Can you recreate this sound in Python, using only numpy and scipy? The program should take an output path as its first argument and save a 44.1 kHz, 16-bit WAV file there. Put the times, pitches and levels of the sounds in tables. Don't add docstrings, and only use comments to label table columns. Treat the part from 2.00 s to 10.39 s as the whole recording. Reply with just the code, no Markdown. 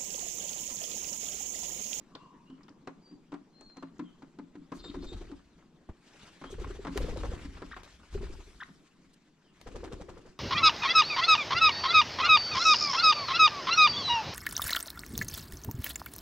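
import sys
import numpy as np
from scipy import signal
from scipy.fft import rfft, irfft
from scipy.io import wavfile
from scipy.ndimage import uniform_filter1d

SR = 44100
rng = np.random.default_rng(int(sys.argv[2]) if len(sys.argv) > 2 else 0)


def dump(signal):
    limited = np.clip(np.atleast_2d(signal).T, -1, 1)
    pcm = np.round(limited * 32767).astype(np.int16)
    wavfile.write(sys.argv[1], SR, pcm)


N = 369999
TIME = np.arange(N) / SR

# f/Hz, level/dB, t60/s
PANEL_MODES = [(169, -8.5, 0.35), (204.3, -2.5, 0.12), (261.7, -4.5, 0.2), (286.7, 0.5, 0.15),
               (340.8, -4, 0.096)]
# first t/s, last t/s, count
DOWNSTROKES = [(2.762, 3.296, 7), (4.525, 4.789, 4), (4.5, 4.745, 4), (4.957, 5.29, 5), (5.003, 5.316, 5),
               (6.149, 6.228, 2), (6.207, 6.474, 4), (7.661, 8.251, 8)]
# nearest after first stroke/s, passing time/s, hum level/dB, hum f/Hz, swish level/dB, slap
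# level/dB, draught level/dB, rustle level/dB
FLYBYS = [(0.31, 0.18, -40.5, 371, -51, -57, -44.5, -60), (0.16, 0.46, -39, 395, -71, -66, -48.5, -67),
          (0.12, 0.073, -42, 434, -49.5, -47, -39, -53), (0.0068, 0.07, -31, 440, -46, -61, -43, -60),
          (0.036, 0.57, -38, 504, -47, -44.5, -35, -51), (0.02, 0.033, -30.5, 407, -71, -60, -38, -58),
          (0.013, 0.098, -42.5, 399, -54.5, -69, -36, -57.5),
          (0.18, 0.21, -41.5, 483, -44, -47, -45.5, -59)]
# f/Hz, level/dB
CLATTER_SPECTRUM = [(200, -2.5), (400, 4.5), (760, 0), (1030, 4.5), (2200, -12), (9000, -57.5)]
SWISH_SPECTRUM = [(200, 11), (500, 10), (2100, -8), (7500, -13.5), (13000, -34.5), (16000, -58)]
CLACK_SPECTRUM = [(400, -8), (1200, -2), (3500, -18.5), (12000, -44.5)]


def steps(thump_gain_db=2.0, clatter_gain_db=2.5, spot_db_per_octave=8, size=16384):
    # t/s, clatter level/dB, thump level/dB, f/Hz favoured by the spot
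    impacts = [(0.15, -41.5, -60, 226), (0.499, -55, -42.5, 284), (0.872, -35, -38, 282),
               (1.112, -62, -45, 278), (1.319, -42, -34.5, 330), (1.338, -41, -56.5, 318),
               (1.608, -49.5, -56.5, 272), (1.768, -43, -42.5, 260), (1.825, -40, -39.5, 337),
               (1.992, -38.5, -33.5, 267), (2.221, -47, -44, 322), (2.386, -45.5, -39.5, 275),
               (2.553, -51.5, -43, 292), (2.718, -36.5, -35.5, 287), (2.84, -42.5, -63, 263),
               (2.879, -54, -36.5, 342), (2.941, -41, -61, 345), (2.962, -68.5, -34.5, 342),
               (3.314, -47, -37, 295), (4.413, -45, -43.5, 256), (4.438, -38, -41.5, 270),
               (4.847, -35, -37, 291), (4.868, -32, -33, 263), (5.231, -36.5, -48, 393),
               (5.447, -50, -37.5, 280), (5.619, -37.5, -43, 272), (6.683, -56, -48.5, 170)]
    # t/s, level/dB, ring f/Hz
    drags = [(0.15, -46, 3830), (0.63, -57.5, 4800), (0.69, -63, 5000), (1.606, -59.5, 7000),
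             (1.766, -60, 6500), (1.98, -65, 6000)]
    # f/Hz, level/dB
    tick_spectrum = [(700, -33), (2000, 0), (4100, -1), (8500, -14), (15000, -55)]
    out, t = np.zeros((2, N)), np.arange(size) / SR
    for s, clatter_db, thump_db, spot_hz in impacts:
        ring = np.zeros(size)
        for hz, db, t60_s in PANEL_MODES:
            mode_db = db + 2 * rng.standard_normal() - spot_db_per_octave * abs(np.log2(hz / spot_hz))
            mode_hz = hz * (1 + 0.038 * rng.standard_normal())
            ring += amp(mode_db - 60 * t / t60_s) * np.sin(2 * np.pi * mode_hz * t)
        ring *= amp(3 * wander(70, size))
        ring *= 1 - np.exp(-t / 0.0084)
        add(out, s, amp(thump_db + thump_gain_db) * ring / abs(ring).max())
        clatter = scratch(CLATTER_SPECTRUM, size, grain_db=3.5) * strike(t, rise_s=0.0036, t60_s=0.073)
        add(out, s, amp(clatter_db + clatter_gain_db) * clatter)
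        tick_db = -52.5 + 0.73 * (clatter_db + 45)
        add(out, s, amp(tick_db) * scratch(tick_spectrum, size) * strike(t, rise_s=0.0026, t60_s=0.038))
    for s, db, hz in drags:
        claw_spectrum = [(hz / 10, -80), (hz, 0), (hz * 10, -110)]
        add(out, s, amp(db) * scratch(claw_spectrum, size, grain_db=4.5) * swell(t, peak_s=0.0038))
    return out


def wings(hum_gain_db=3, swish_gain_db=4.5, puff_gain_db=6, lead_s=0.003):
    out = np.zeros((2, N))
    for (first_s, last_s, count), flyby in zip(DOWNSTROKES, FLYBYS):
        nearest_s, passing_s, hum_db, hum_hz, swish_db, slap_db, draught_db, _ = flyby
        for s in np.linspace(first_s, last_s, count):
            near_db = 20 * np.log10(nearness(s, first_s + nearest_s, passing_s))
            beat = wingbeat(hum_hz, hum_db=hum_db + hum_gain_db + 1.5 * near_db,
                            swish_db=swish_db + swish_gain_db + 2.06 * near_db,
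                            slap_db=slap_db + near_db,
                            puff_db=draught_db + puff_gain_db + 2.1 * near_db)
            add(out, s - lead_s, beat)
    return out


def wingbeat(hum_hz, hum_db, swish_db, slap_db, puff_db, size=8192):
    t = np.arange(size) / SR
    pitch_hz = hum_hz * (0.815 + 0.37 * np.exp(-t / 0.013))
    pitch_hz *= 1 + 0.094 * wander(320, size)
    hum = amp(hum_db) * np.sin(phase(pitch_hz)) * swell(t - 0.002, peak_s=2.83 / hum_hz)
    slap = amp(slap_db) * scratch(CLATTER_SPECTRUM, size, grain_db=4)
    slap *= strike(np.maximum(t - 0.005, 0), rise_s=0.003, t60_s=0.08)
    swish = amp(swish_db) * scratch(SWISH_SPECTRUM, size, grain_db=4) * swell(t - 0.009, peak_s=0.01)
    wake = amp(swish_db - 9) * noise([(150, -38), (330, -10), (2500, -79)], size) * swell(t, peak_s=0.048)
    puff_width_s = 0.004 * np.exp(0.8 * rng.standard_normal())
    u = (t - 0.023) / puff_width_s
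    puff = amp(puff_db) * u * np.exp(-u ** 2 / 2)
    return hum + slap + swish + wake + puff


def snaps(snap_gain_db=5, clack_gain_db=1, size=4096):
    # t/s, level/dB
    cracks = [(4.975, -29), (5.833, -48.5), (7.613, -47.5)]
    clacks = [(5.568, -45.5), (5.764, -38), (7.666, -47.5), (8.085, -49)]
    # f/Hz, level/dB
    crack_spectrum = [(250, 21.5), (900, 19.5), (4200, 13), (13000, -0.5), (16000, -26)]
    out, t = np.zeros((2, N)), np.arange(size) / SR
    for s, db in cracks:
        crack = noise(crack_spectrum, size) * strike(t, rise_s=0.0002, t60_s=0.02)
        add(out, s, amp(db + snap_gain_db) * crack)
    for s, db in clacks:
        clack = scratch(CLACK_SPECTRUM, size) * strike(t, rise_s=0.002, t60_s=0.078)
        add(out, s, amp(db + clack_gain_db) * clack)
    return out


def thud(size=16384):
    # t/s, level/dB
    hits = [(3.889, -30.5)]
    # f/Hz, level/dB
    spectrum = [(20, 16), (75, 11.5), (250, -0.5), (750, -9.5), (12000, -53)]
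    out, t = np.zeros((2, N)), np.arange(size) / SR
    for s, db in hits:
        add(out, s, amp(db) * noise(spectrum, size) * strike(t, rise_s=0.0016, t60_s=0.08))
    return out


def stirred_air(draught_gain_db=-1.5, rustle_gain_db=-3, crackle_gain_db=-5, flutter_db=2.5):
    # f/Hz, level/dB
    eddy_spectrum = [(10, -16), (38, 7), (70, 2), (110, -10), (380, -16), (1200, -67)]
    feather_spectrum = [(250, -1), (800, -6), (1500, -2), (4000, -6), (7500, -12.5), (13000, -30),
                        (16000, -65)]
    # t/s, half width/s, level/dB
    rustles = [(4.24, 0.14, -55.5), (5.8, 1, -64.5)]
    feather_spreads = [(2.768, 0.019, -59.5), (4.52, 0.012, -57.5), (6.15, 0.02, -62), (6.45, 0.26, -68.5),
                       (7.14, 0.0058, -64)]
    foot_shuffles = [(0.67, 0.06, -63.5), (1.86, 0.24, -71.5)]
    draught_power, rustle_power = np.zeros((2, N))
    for (first_s, last_s, _), (nearest_s, passing_s, *_, draught_db, rustle_db) in zip(DOWNSTROKES, FLYBYS):
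        near = nearness(TIME, first_s + nearest_s, passing_s)
        draught = amp(draught_db) * near ** 2.1 * held(first_s, last_s, attack_s=0.047, release_s=0.44)
        rustle = amp(rustle_db) * near * held(first_s, last_s, attack_s=0.18, release_s=0.72)
        draught_power += draught ** 2
        rustle_power += rustle ** 2
    eddies = noise(eddy_spectrum, N) * np.sqrt(draught_power) * amp(draught_gain_db)
    rustling = noise(feather_spectrum, N) * np.sqrt(rustle_power + bell_power(rustles))
    rustling *= amp(rustle_gain_db + flutter_db * wander(26, N))
    hiss = unit(np.diff(noise(feather_spectrum, N), prepend=0)) * np.sqrt(bell_power(feather_spreads))
    crackle_power = rustle_power * amp(crackle_gain_db) ** 2 + bell_power(foot_shuffles)
    return eddies + rustling + hiss + crackle() * np.sqrt(crackle_power)


def crackle(rate_hz=130, grain_s=0.0068):
    catches = (rng.random(N) < rate_hz / SR) * rng.exponential(size=N)
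    envelope = signal.lfilter([1], [1, -np.exp(-1 / (grain_s * SR))], catches)
    return noise(CLACK_SPECTRUM, N) * unit(envelope)


def squeaks(length_s=0.04, overtone_db=-10, rasp_db=3, jitter=0.06):
    # t/s, level/dB
    calls = [(5.711, -43.5), (6.599, -40)]
    # t/s, f/Hz
    contour = [(0, 800), (.006, 1720), (.012, 1940), (.018, 1620), (.025, 1080), (.03, 1400), (.035, 1900)]
    out, t = np.zeros((2, N)), np.arange(0, length_s, 1 / SR)
    hz = np.interp(t, *np.transpose(contour))
    brightness = amp(overtone_db) * (hz / hz.max()) ** 2
    for s, db in calls:
        angle = phase(hz * (1 + jitter * wander(440, len(t))))
        note = sum(brightness ** k * np.sin((k + 1) * angle) for k in range(3))
        add(out, s, amp(db + rasp_db * wander(440, len(t))) * note * signal.windows.tukey(len(t), 0.3))
    return out


def screeches(rasp_hz=3950, buzz_hz=560, whistle_hz=3667, sag=0.16, jitter=0.03):
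    # t/s, length/s, level/dB
    calls = [(2.779, 0.14, -55.5), (3.001, 0.16, -58)]
    out = np.zeros((2, N))
    for s, length_s, db in calls:
        u = np.linspace(0, 1, round(length_s * SR))
        shake, tremble = wander(400, len(u)), wander(130, len(u))
        buzz = np.sin(phase(buzz_hz * (1 + tremble / 10)))
        rasp = np.sin(phase(rasp_hz * (1 + sag * (0.5 - u ** 2) + jitter * shake)) + buzz)
        angle = 2 * np.pi * whistle_hz * length_s * u
        whistle = (np.sin(angle) + amp(-12) * np.sin(2 * angle)) * np.sin(np.pi * u ** 1.3) ** 4
        syllables = np.sin(3 * np.pi * u) ** 2 * (1 + u) / 1.6
        add(out, s, amp(db) * unit((rasp * syllables + 1.1 * whistle) * amp(2 * tremble)))
    return out


def patter(tap_db=-69, scratch_db=-69, taps_end_s=4.0, count=60, size=8192):
    out, t = np.zeros((2, N)), np.arange(size) / SR
    for when, weight, claw in rng.random((count, 3)):
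        ring = sum(amp(db - 60 * t / t60_s) * rng.standard_normal() * np.sin(2 * np.pi * hz * t)
                   for hz, db, t60_s in PANEL_MODES)
        add(out, when * taps_end_s, amp(tap_db + 10 * weight) * ring)
        scrape = scratch(SWISH_SPECTRUM, size) * strike(t, rise_s=0.004, t60_s=0.12)
        add(out, when ** 2 * N / SR, amp(scratch_db + 10 * claw ** 2) * scrape)
    return out


def whistles(vibrato_depth=0.009, vibrato_hz=6.2, jitter=0.005):
    # t/s, length/s, start f/Hz, middle f/Hz, end f/Hz, level/dB
    notes = [(1.018, 0.115, 4980, 4690, 4800, -62.5), (1.526, 0.29, 4190, 4230, 4090, -59.5)]
    out = np.zeros((2, N))
    for s, length_s, *pitches_hz, db in notes:
        u = np.linspace(0, 1, round(length_s * SR))
        shake, tremble = (wander(110, SR)[:len(u)] for _ in range(2))
        vibrato = vibrato_depth * np.sin(2 * np.pi * vibrato_hz * length_s * u)
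        bend_hz = np.polyval(np.polyfit([0, 0.5, 1], pitches_hz, 2), u)
        tone = np.sin(phase(bend_hz * (1 + jitter * shake - vibrato)))
        add(out, s, amp(db + 2 * tremble) * tone * np.sqrt(np.sin(np.pi * u)))
    return out


def chirps(length_s=0.091, jitter=0.028):
    # t/s, start f/Hz, end f/Hz, level/dB
    glides = [(0.175, 2640, 2950, -64.5), (0.45, 2700, 3120, -63.5), (2.026, 3320, 3010, -63),
              (4.425, 3050, 3360, -54.5), (7.433, 3310, 2600, -68)]
    out, u = np.zeros((2, N)), np.linspace(0, 1, round(length_s * SR))
    for s, start_hz, end_hz, db in glides:
        hz = (start_hz + (end_hz - start_hz) * u) * (1 + jitter * wander(500, len(u)))
        add(out, s, amp(db) * np.sin(phase(hz)) * np.sin(np.pi * u))
    return out


def crow(start_s=0.083, length_s=0.37, centre_hz=1050, width_hz=220, fall=0.133, db=-59):
    out, u = np.zeros((2, N)), np.linspace(0, 1, round(length_s * SR))
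    carrier = np.exp(1j * phase(centre_hz * (1 + fall * (0.5 - u))))
    roughness = (wander(width_hz / 2, SR) + 1j * wander(width_hz / 2, SR))[:len(u)]
    add(out, start_s, amp(db) * (roughness * carrier).real * np.sin(np.pi * u))
    return out


def tree_echoes(x, t60_s, size=65536):
    tail = rng.standard_normal((2, size)) * strike(np.arange(size) / SR, rise_s=0.0012, t60_s=t60_s)
    return signal.fftconvolve(x, tail / np.linalg.norm(tail[0]), axes=1)[:, :N]


def dawn_murmur(start_db=-60.5, fall_db_per_s=0.53):
    # f/Hz, level/dB
    spectrum = [(20, -3), (100, -19), (160, 0.5), (320, -2.5), (550, -18), (1100, -20), (2100, -26.5),
                (7500, -34), (10000, -46), (16000, -53)]
    return noise(spectrum, N) * amp(start_db - fall_db_per_s * TIME + wander(1, N))


def noise(spectrum, size):
    # f/Hz, left-right correlation
    coherence = [(100, .975), (1000, .82), (5000, .5)]
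    hz = np.fft.rfftfreq(size, 1 / SR)
    mid, side = rfft(rng.standard_normal((2, size)))
    alike = np.clip(curve_at(coherence, hz), 0, 1)
    mid, side = mid * np.sqrt(1 + alike), side * np.sqrt(1 - alike)
    return unit(irfft(np.array([mid + side, mid - side]) * amp(curve_at(spectrum, hz)), size))


def scratch(spectrum, size, grain_db=-0.5):
    return unit(noise(spectrum, size) * amp(grain_db * wander(500, size)))


def patchy(x, depth_db):
    spectra = signal.stft(x, nperseg=512)[2]
    patches = uniform_filter1d(rng.standard_normal(spectra.shape[1:]), size=7, axis=0)
    patches = unit(uniform_filter1d(patches, size=6, axis=1))
    return signal.istft(spectra * amp(depth_db * patches))[1][:, :N]


def wander(cutoff_hz, size):
    hz = np.fft.rfftfreq(size, 1 / SR)
    return unit(irfft(rfft(rng.standard_normal(size)) / (1 + (hz / cutoff_hz) ** 4), size))


def nearness(t, nearest_s, passing_s):
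    return 1 / np.hypot(1, (t - nearest_s) / passing_s)


def held(start_s, end_s, attack_s, release_s):
    return np.exp(np.minimum(TIME - start_s, 0) / attack_s - np.maximum(TIME - end_s, 0) / release_s)


def swell(t, peak_s):
    u = np.maximum(t, 0) / peak_s
    return (u * np.exp(1 - u)) ** 2


def strike(t, rise_s, t60_s):
    return (1 - np.exp(-t / rise_s)) * amp(-60 * t / t60_s)


def bell_power(rows):
    return sum((amp(db) * np.exp(-((TIME - s) / width_s) ** 2 / 2)) ** 2 for s, width_s, db in rows)


def phase(hz):
    return 2 * np.pi * np.cumsum(hz) / SR


def amp(db):
    return 10 ** (np.asarray(db) / 20)


def unit(x):
    return x / np.sqrt(np.mean(x ** 2) + 1e-20)


def curve_at(points, hz):
    knots_hz, values = np.transpose(points)
    return np.interp(np.log(hz + 1), np.log(knots_hz + 1), values)


def add(mix, start_s, sound):
    part = mix[:, max(round(start_s * SR), 0):][:, :sound.shape[-1]]
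    part += sound[..., :part.shape[1]]


def scene():
    voices, distant, caw = whistles(), chirps(), crow()
    voices += screeches()
    near = steps() + snaps() + wings() + squeaks()
    murmur = dawn_murmur()
    far = amp(-3) * (distant + tree_echoes(distant, t60_s=0.45))
    far += caw + amp(-5) * tree_echoes(caw, t60_s=3)
    echoes = amp(-7) * tree_echoes(voices, t60_s=0.45) + amp(-10.5) * tree_echoes(near, t60_s=0.3)
    background = patchy(stirred_air() + patter() + murmur, depth_db=2.2)
    return near + thud() + voices + far + echoes + background


def record(dry, left_lag_ms=0.038, cutoff_hz=15800):
    # f/Hz, left minus right level/dB
    balance = [(500, 1.3), (3800, 3.2), (12000, -3.5)]
    hz = np.fft.rfftfreq(N, 1 / SR)
    left = amp(curve_at(balance, hz) / 2) * np.exp(-1j * np.pi * hz * left_lag_ms / 1000)
    ports = irfft(rfft(dry) * np.array([left, 1 / left]), N)
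    lowpass = signal.firwin(255, cutoff_hz, window=("kaiser", 9), fs=SR)
    return signal.oaconvolve(ports, lowpass[None], "same")


dry = scene()
out = record(dry)
dump(out)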